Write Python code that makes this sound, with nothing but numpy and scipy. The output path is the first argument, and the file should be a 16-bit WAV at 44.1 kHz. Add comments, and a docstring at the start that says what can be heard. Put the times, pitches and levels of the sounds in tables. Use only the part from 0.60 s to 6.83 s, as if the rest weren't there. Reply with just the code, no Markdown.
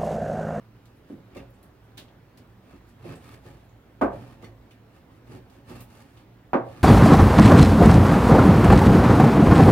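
"""A heavy cleaver cuts pork on a plastic board in a small hard-walled kitchen.
From start to end an appliance hums (wavering lines) over room rumble and microphone hiss (shaped noise).
First the wet meat ticks (noise snaps with echoes); then the blade slides and saws (uneven, shaped noise).
From half a second on, the edge knocks through to the board (dying sines, echoes and a thud).
Two knocks are hard: one past the middle, and one near the end that a last slide follows."""
import sys
import numpy as np
from scipy import signal
from scipy.fft import rfft, irfft
from scipy.io import wavfile
from scipy.ndimage import uniform_filter1d

SR = 44100
rng = np.random.default_rng(int(sys.argv[2]) if len(sys.argv) > 2 else 0)


def inscribe(sig):
    """Save sig as 16-bit PCM at rate SR to the path in sys.argv[1].

    A 1-D sig is mono; a 2-D sig holds one channel per row.
    Samples are clipped to [-1, 1] before scaling.
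    """
    pcm = np.round(np.clip(np.atleast_2d(sig).T, -1, 1) * 32767)
    wavfile.write(sys.argv[1], SR, pcm.astype(np.int16))


N = 274743  # length in samples

# Board and counter ringing together: f/Hz, level/dB (before chance), time to fall 60 dB/s (before the cap)
BOARD_MODES = [(55.3, -22, 1), (97, -22.5, 0.37), (121.3, -15, 0.65), (166, -4.5, 0.17),
               (210.6, -5.5, 0.17), (245.3, -5, 0.24), (280.2, -3, 0.24), (332, -6, 0.23),
               (357.3, -3, 0.19), (465.5, -4, 0.15), (545.3, -4, 0.45), (606, -11, .55), (625, -17, 0.25),
               (681, -9, 0.32), (765, -10, 0.54), (844, -16, 0.15), (857, -14, 0.84), (945, -27, 0.63),
               (1145, -9, 0.7), (1180, -14, 0.27), (1090, -4.5, 0.13), (1208, -0.5, 0.18),
               (1297, -5.5, 0.12), (1323, -6, 0.11), (1480, -7, 0.21), (1566, -7, 0.25)]
# The ringing steel blade: f/Hz, level/dB (before chance), time to fall 60 dB/s (before the cap)
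BLADE_MODES = [(1877, -5, .16), (2094, -2, .17), (2380, -5, .14), (2680, 0, .19), (2950, -5, .14),
               (3560, -6, .15), (4400, -5, .16), (4750, -11, .12), (5360, -13, .12), (5900, -12, .13),
               (6869, -18, .11), (8500, -18, .1)]
# How alike left and right are: f/Hz, likeness (1 = the same)
LIKENESS = [(30, .995), (125, .96), (250, .96), (500, .65), (1000, .45), (2000, .45), (4000, .3),
            (12000, .15)]
# How fast the kitchen's echoes die: f/Hz, time to fall 60 dB/s
KITCHEN_DECAY = [(60, 0.67), (120, .7), (170, 0.4), (300, 0.32), (600, 0.39), (1000, 0.33), (2500, 0.21),
                 (5000, 0.19), (15000, 0.19)]


def knock(ring_db, soft_db, echo_db, rise_ms, thud_db):
    """A blunt blow rings the board's modes; a blow cushioned by meat leaves out the upper ones."""
    # A hard knock heard in the room: f/Hz, level/dB per Hz
    blow_colour = [(40, -31), (100, -23), (200, -6), (300, 1.5), (500, 3), (800, 4), (1500, -4.5),
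                   (1800, -6.5), (2400, -9), (3300, -20.5), (5000, -27.5), (7000, -37), (9000, -39),
                   (12000, -45), (15800, -50)]

    def softened(hz):
        """Cushioning takes away treble: well above 450 Hz, soft_db for each octave."""
        return amp(-abs(soft_db) * 0.5 * np.log2(1 + (hz / 450) ** 2))

    t = np.arange(30000) / SR
    ring = rung(BOARD_MODES, softened, 0.91, rise_ms, size=len(t))
    walls = echo(lambda hz: amp(read(blow_colour, hz)) * softened(hz), rise_ms)
    # The thud goes straight to the microphones: about two cycles
    thud_envelope = t / 0.00068 * np.exp(1 - t / 0.00052)
    thud = np.sin(2 * np.pi * 750 * t) * thud_envelope
    return amp(ring_db) * (ring + amp(echo_db) * walls + amp(thud_db) * thud)


def slide(press_s, hold_s, change_db, *levels_db, size=22050):
    """The edge catches on the board's grain: uneven slips rustle, scrape, shake the board and ring the blade."""
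    # Colour of the rustle: f/Hz, level/dB per Hz
    rustle_colour = [(2060, -31), (3500, -38), (4260, 1), (4860, -2), (5580, -4.5), (8840, -2.5),
                     (12800, -6), (15800, -12)]
    # Colour of the board's rumble: f/Hz, level/dB per Hz
    rumble_colour = [(24, -26), (40, -16), (104, 6), (207, -8.5), (238, -3), (334, -10.5), (428, -5),
                     (469, -11), (625, -15), (900, -10), (1170, -80), (1980, -120)]
    # Colour of the scrape: f/Hz, level/dB per Hz
    scrape_colour = [(350, -36), (600, -16), (879, -6), (1070, -1.5), (1250, 2), (1390, -7), (1800, -2),
                     (2040, -14.5), (2210, -6), (5000, -17.5), (6500, -26), (11000, -120)]
    # Fall after the edge lets go: one speed/dB per s each for rustle, rumble and scrape
    lift_db_per_s = [295, 158, 264]
    touch_db = -18  # a stroke starts this far under its full level

    t = np.arange(size) / SR
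    lift_s = abs(press_s) + abs(hold_s)
    pressure_db = np.interp(t, [0, abs(press_s), lift_s], [touch_db, 0, change_db])
    lifted_s = np.maximum(t - lift_s, 0)
    # The slips vary the level slowly, by 2 dB rms
    slips = amp(2.0 * evened(uniform_filter1d(rng.standard_normal(size), 150)))

    def grain(colour):
        """Slipping noise with the given colour."""
        return evened(coloured(slips * pair(size), lambda hz: amp(read(colour, hz))))

    def shaken(sound, modes):
        """The sound keeps a set of modes ringing."""
        ring = rung(modes, np.ones_like, 0.76, 4.6, size=size)
        return evened(coloured(sound, lambda hz: rfft(ring)))

    rustle, rumble, scrape = grain(rustle_colour), grain(rumble_colour), grain(scrape_colour)
    rumble = evened(rumble + amp(-1) * shaken(rumble[0], BOARD_MODES))
    scrape = evened(scrape + amp(-9) * shaken(scrape[0], BLADE_MODES))
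    stroke = 0
    for level_db, fall, sound in zip(levels_db, lift_db_per_s, (rustle, rumble, scrape)):
        stroke = stroke + amp(level_db - fall * lifted_s) * sound
    return amp(pressure_db) * stroke


def tick(level_db, centre_hz, width, broad_db, ring_db):
    """Wet meat and blade snap briefly with one bright band, heard mostly through its echoes."""
    # The broad part of a tick: f/Hz, level/dB per Hz
    smack_colour = [(88, -18), (150, -5), (315, 6.5), (447, -40), (786, -22), (1500, -4.5), (3810, -4),
                    (5740, -8), (15800, -14)]

    def band(hz):
        """A hump around the centre; width is a share of the centre frequency."""
        return np.exp(-0.5 * (np.log((hz + 1) / centre_hz) / abs(width)) ** 2)

    size = 12000
    bright = echo(band, 0.47, size=size)
    broad = echo(lambda hz: amp(read(smack_colour, hz)), 0.82, size=size)
    snap = bright + amp(broad_db) * broad
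    # The blade is shaken for some ms
    chatter = rng.standard_normal((1, 900)) * np.exp(-np.arange(900) / 300)
    chatter = chatter / np.linalg.norm(chatter)
    ring = signal.fftconvolve(chatter, rung(BLADE_MODES, np.ones_like, 2.5, 2.7, size=size), axes=1)
    return amp(level_db) * (snap[:, :size] + amp(ring_db) * ring[:, :size])


def rung(modes, gain, spread_db, rise_ms, size):
    """Dying sines of a struck thing; each blow lands on another spot; the microphones differ in phase."""
    damping = 1.09  # meat and hand keep the ring within this many times the room's own decay
    t = np.arange(size) / SR
    hz, mode_db, t60 = np.transpose(modes)[:, :, None]
    t60 = np.minimum(t60, damping * read(KITCHEN_DECAY, hz))
    spot, shift = rng.standard_normal((2, len(modes), 1))
    start = 2 * np.pi * rng.random(hz.shape)
    apart = np.arccos(read(LIKENESS, hz)) * np.sign(shift)  # phase between left and right
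    height = amp(mode_db + spread_db * spot) * gain(hz)
    # Each mode has close neighbours, so it beats
    beat_hz = (0.01 + 0.0179 * abs(shift)) * hz
    beat = 1 + 0.91 * np.sin(2 * np.pi * beat_hz * t + 3 * start)
    life = height * amp(-60 * t / t60) * swell(t, hz, rise_ms) * beat
    sides = [(life * np.sin(2 * np.pi * hz * t + start + side * apart)).sum(0) for side in (-0.5, 0.5)]
    return np.array(sides) / np.linalg.norm(height)


def echo(gain, rise_ms, size=30000):
    """Dense reflections of one short sound: each band builds, then dies at the kitchen's rate."""
    hz, t, bands = signal.stft(coloured(pair(size), gain), SR, nperseg=512, noverlap=448)
    # Rms of the noise before it builds and dies
    level = np.sqrt(np.mean(gain(np.linspace(0, SR / 2, size)) ** 2))
    decay = amp(-60 * t / read(KITCHEN_DECAY, hz)[:, None])
    shape = decay * swell(t + 0.0008, hz[:, None], rise_ms)
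    tail = signal.istft(bands * shape, SR, nperseg=512, noverlap=448)[1][:, :size]
    onset = 1 - np.exp(-np.arange(size) / SR / 0.0002)
    return tail / level * onset


def swell(t, hz, rise_ms):
    """Reflections pile up: bass takes longer to build than treble; rise_ms is the time constant at 200 Hz."""
    rise_s = abs(rise_ms) / 1000 * 300 / (hz + 100)
    return 1 - np.exp(-t / rise_s)


def air():
    """Room rumble and microphone hiss as noise with soft patches, plus an appliance's wavering hum."""
    # Room and microphone: f/Hz, level/dB per Hz (only the colour counts; the loudness is set below)
    air_colour = [(22, -17.5), (42, -28), (62, -9), (85, -6.5), (123, -3), (160, -9.5), (276, -7),
                  (443, -14), (800, -18), (1650, -24), (3500, -32.5), (6500, -41.5), (10000, -44.5),
                  (13000, -41), (16000, -39.5)]
    # Wavering hum lines: f/Hz, level/dB, distance to half height on either side/Hz
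    hum_lines = [(56.3, -63, 6.2), (114.2, -59.5, 4.7), (188.3, -68.5, 1.3)]
    air_db = -55
    hz, t, bands = signal.stft(pair(N), SR, nperseg=2048)
    patches = uniform_filter1d(rng.standard_normal(bands.shape[1:]), 20, 0)  # smooth over frequency
    patches = evened(uniform_filter1d(patches, 3, 1))  # smooth over time
    colour_db = read(air_colour, hz)[:, None] + 1.3 * patches
    noise = signal.istft(bands * amp(colour_db), SR, nperseg=2048)[1][:, :N]
    drive = rng.standard_normal(N)
    hum = 0
    for line_hz, line_db, width_hz in hum_lines:
        # Noise squeezed into a narrow line wavers in level
        line = coloured(drive, lambda f: 1 / (1 + ((f - line_hz) / width_hz) ** 2))
        hum = hum + amp(line_db) * evened(line)
    return amp(air_db) * evened(noise) + hum


def pair(size):
    """White noise for two microphones, alike in the bass, little related in the treble."""
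    a, b = rng.standard_normal((2, size))

    def same(hz):
        return np.clip(read(LIKENESS, hz), 0, 1)

    shared = coloured(a, same)
    own = coloured(b, lambda hz: np.sqrt(1 - same(hz) ** 2))
    return np.array([a, shared + own])


def coloured(x, gain):
    """Multiplies the spectrum of x by gain(Hz)."""
    size = x.shape[-1]
    return irfft(rfft(x) * gain(np.fft.rfftfreq(size, 1 / SR)), size)


def read(points, hz):
    """Reads a table between its points, along a logarithmic frequency scale."""
    f, value = np.transpose(points)
    return np.interp(np.log(hz + 1), np.log(f + 1), value)


def amp(db):
    """Turns decibels into a factor."""
    return 10 ** (np.asarray(db) / 20)


def evened(x):
    """Scales x to an rms of 1."""
    return x / np.sqrt(np.mean(x ** 2) + 1e-20)


def add(mix, s, sound):
    """Adds a sound to the mix from second s on."""
    part = mix[:, round(s * SR):][:, :sound.shape[1]]
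    part += sound[:, :part.shape[1]]


def scene():
    """Lays the knocks, slides and ticks over the background."""
    # Edge on board: t/s, ring level/dB, treble lost/dB per octave, echo share/dB, rise at 200 Hz/ms,
    # thud share/dB
    knock_list = [(.500, -32.5, 36, -8, 4.8, -28), (0.522, -40, 32, -8, 2.7, -22),
                  (.757, -31, 13.5, -14, 16, -28), (.79, -44.5, 21, -9, 5.9, -30),
                  (1.38, -44, 10, -7.5, 17, 1), (2.135, -39, 34, -28, 4.1, -20),
                  (2.443, -28, 20.5, -18, 31, -15), (2.502, -43, 11, -25, 2.9, -17),
                  (3.4127, -11.5, 6, -6, 20, -2), (3.825, -36.5, 9, -12, 21, -25),
                  (4.739, -37, 31, -13, 5, -12), (5.098, -32.5, 15, -13, 19, -24),
                  (5.9327, -14, 3.5, -5.5, 6.5, 5.5)]
    # Blade strokes: touch t/s, press/s, hold/s, change over the hold/dB, rustle level/dB,
    # board rumble level/dB, scrape level/dB
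    slide_list = [(.44, 0.065, .03, -0.5, -72, -67, -63.5), (.645, 0.13, 0.047, -2.5, -73, -48.5, -57),
                  (2.01, .1, .06, -4.5, -70, -55, -61), (2.22, 0.082, 0.011, -3, -68, -68, -67),
                  (2.39, 0.07, 0.074, 2.5, -63, -43.5, -52.5), (2.575, 0.05, 0.12, 5.5, -65.5, -53, -58.5),
                  (2.81, 0.056, 0.17, -14.5, -64, -46.5, -56.5), (3.49, 0.044, 0.2, -2, -67, -47, -57.5),
                  (3.72, 0.059, 0.072, 6, -81, -53.5, -67), (4.29, 0.077, 0.016, -1, -70, -55, -62.5),
                  (4.47, 0.043, .06, 3.5, -78, -61.5, -72.5),
                  (4.645, 0.073, 0.051, -1.5, -63.5, -43.5, -55.5),
                  (4.855, 0.084, 0.049, -2, -71, -53.5, -64.5), (5.05, 0.038, 0.12, 0, -61, -48, -54),
                  (5.27, 0.037, .12, 2, -65, -53.5, -60.5), (5.44, 0.025, 0.089, 0, -73, -60, -69),
                  (5.52, .045, 0.044, 2, -74, -62, -65), (6.02, 0.059, .15, 2.5, -67, -49, -58)]
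    # Wet meat and blade: t/s, bright band level/dB, centre f/Hz, width/share of the centre,
    # broad share/dB, blade ring share/dB
    tick_list = [(0.254, -75, 3500, .16, 13.5, -12), (.36, -71, 10600, .12, -11, -30),
                 (0.749, -53.5, 2340, .07, -4.5, -25), (0.767, -54.5, 2700, 0.06, 0.5, 5),
                 (0.9, -67, 13000, 0.23, -12, -30), (.938, -70, 8100, .21, -15, -30),
                 (1.028, -61, 11000, .24, -3, -32), (1.24, -74, 10500, .19, -1, -30),
                 (1.373, -56, 3900, 0.17, 8, -18), (1.378, -45.5, 3450, 0.23, 0, -25),
                 (1.48, -63, 3080, .32, -18, -16), (1.773, -67, 4570, 0.077, 11.5, -17),
                 (2.554, -59, 8500, 0.12, 2, -17), (2.851, -74, 4560, .2, 2, -2),
                 (3.04, -72, 11000, .19, -5, -30), (3.09, -70, 6700, 0.12, -15, -30),
                 (3.4136, -63.5, 9000, 0.076, 16, -23), (3.823, -68.5, 2770, .2, 10, 15.5),
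                 (3.842, -54, 2010, .12, -2, 4.5), (4.108, -63.5, 2660, 0.13, 3.5, 5),
                 (4.898, -71.5, 4320, .18, 9.5, -5), (5.094, -68, 5320, .19, 14, -10),
                 (5.206, -49.5, 12500, .36, -3.5, -30), (5.571, -63, 3300, 0.17, 0, -6),
                 (5.9325, -65.5, 5840, .14, 8, -6)]
    mix = air()
    for events, source in ((knock_list, knock), (slide_list, slide), (tick_list, tick)):
        for s, *settings in events:
            add(mix, s, source(*settings))
    return mix


def record(dry):
    """The two microphones differ in colour and place; then the band limit takes off the top."""
    # Left minus right: f/Hz, level/dB
    tilt = [(30, -1.9), (125, -2.3), (500, -1.5), (1000, -1.9), (4000, -1.2), (8000, .9), (15000, .5)]
    lag_s = 6e-5  # the right microphone hears everything this much later
    edge_hz = 16000
    side = np.array([[0.5], [-0.5]])
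    heard = coloured(dry, lambda hz: amp(side * read(tilt, hz)) * np.exp(2j * np.pi * hz * side * lag_s))
    band_limit = signal.firwin(511, edge_hz, window=("kaiser", 9), fs=SR)
    return signal.oaconvolve(heard, band_limit[None], "same")


dry = scene()
out = record(dry)
inscribe(out)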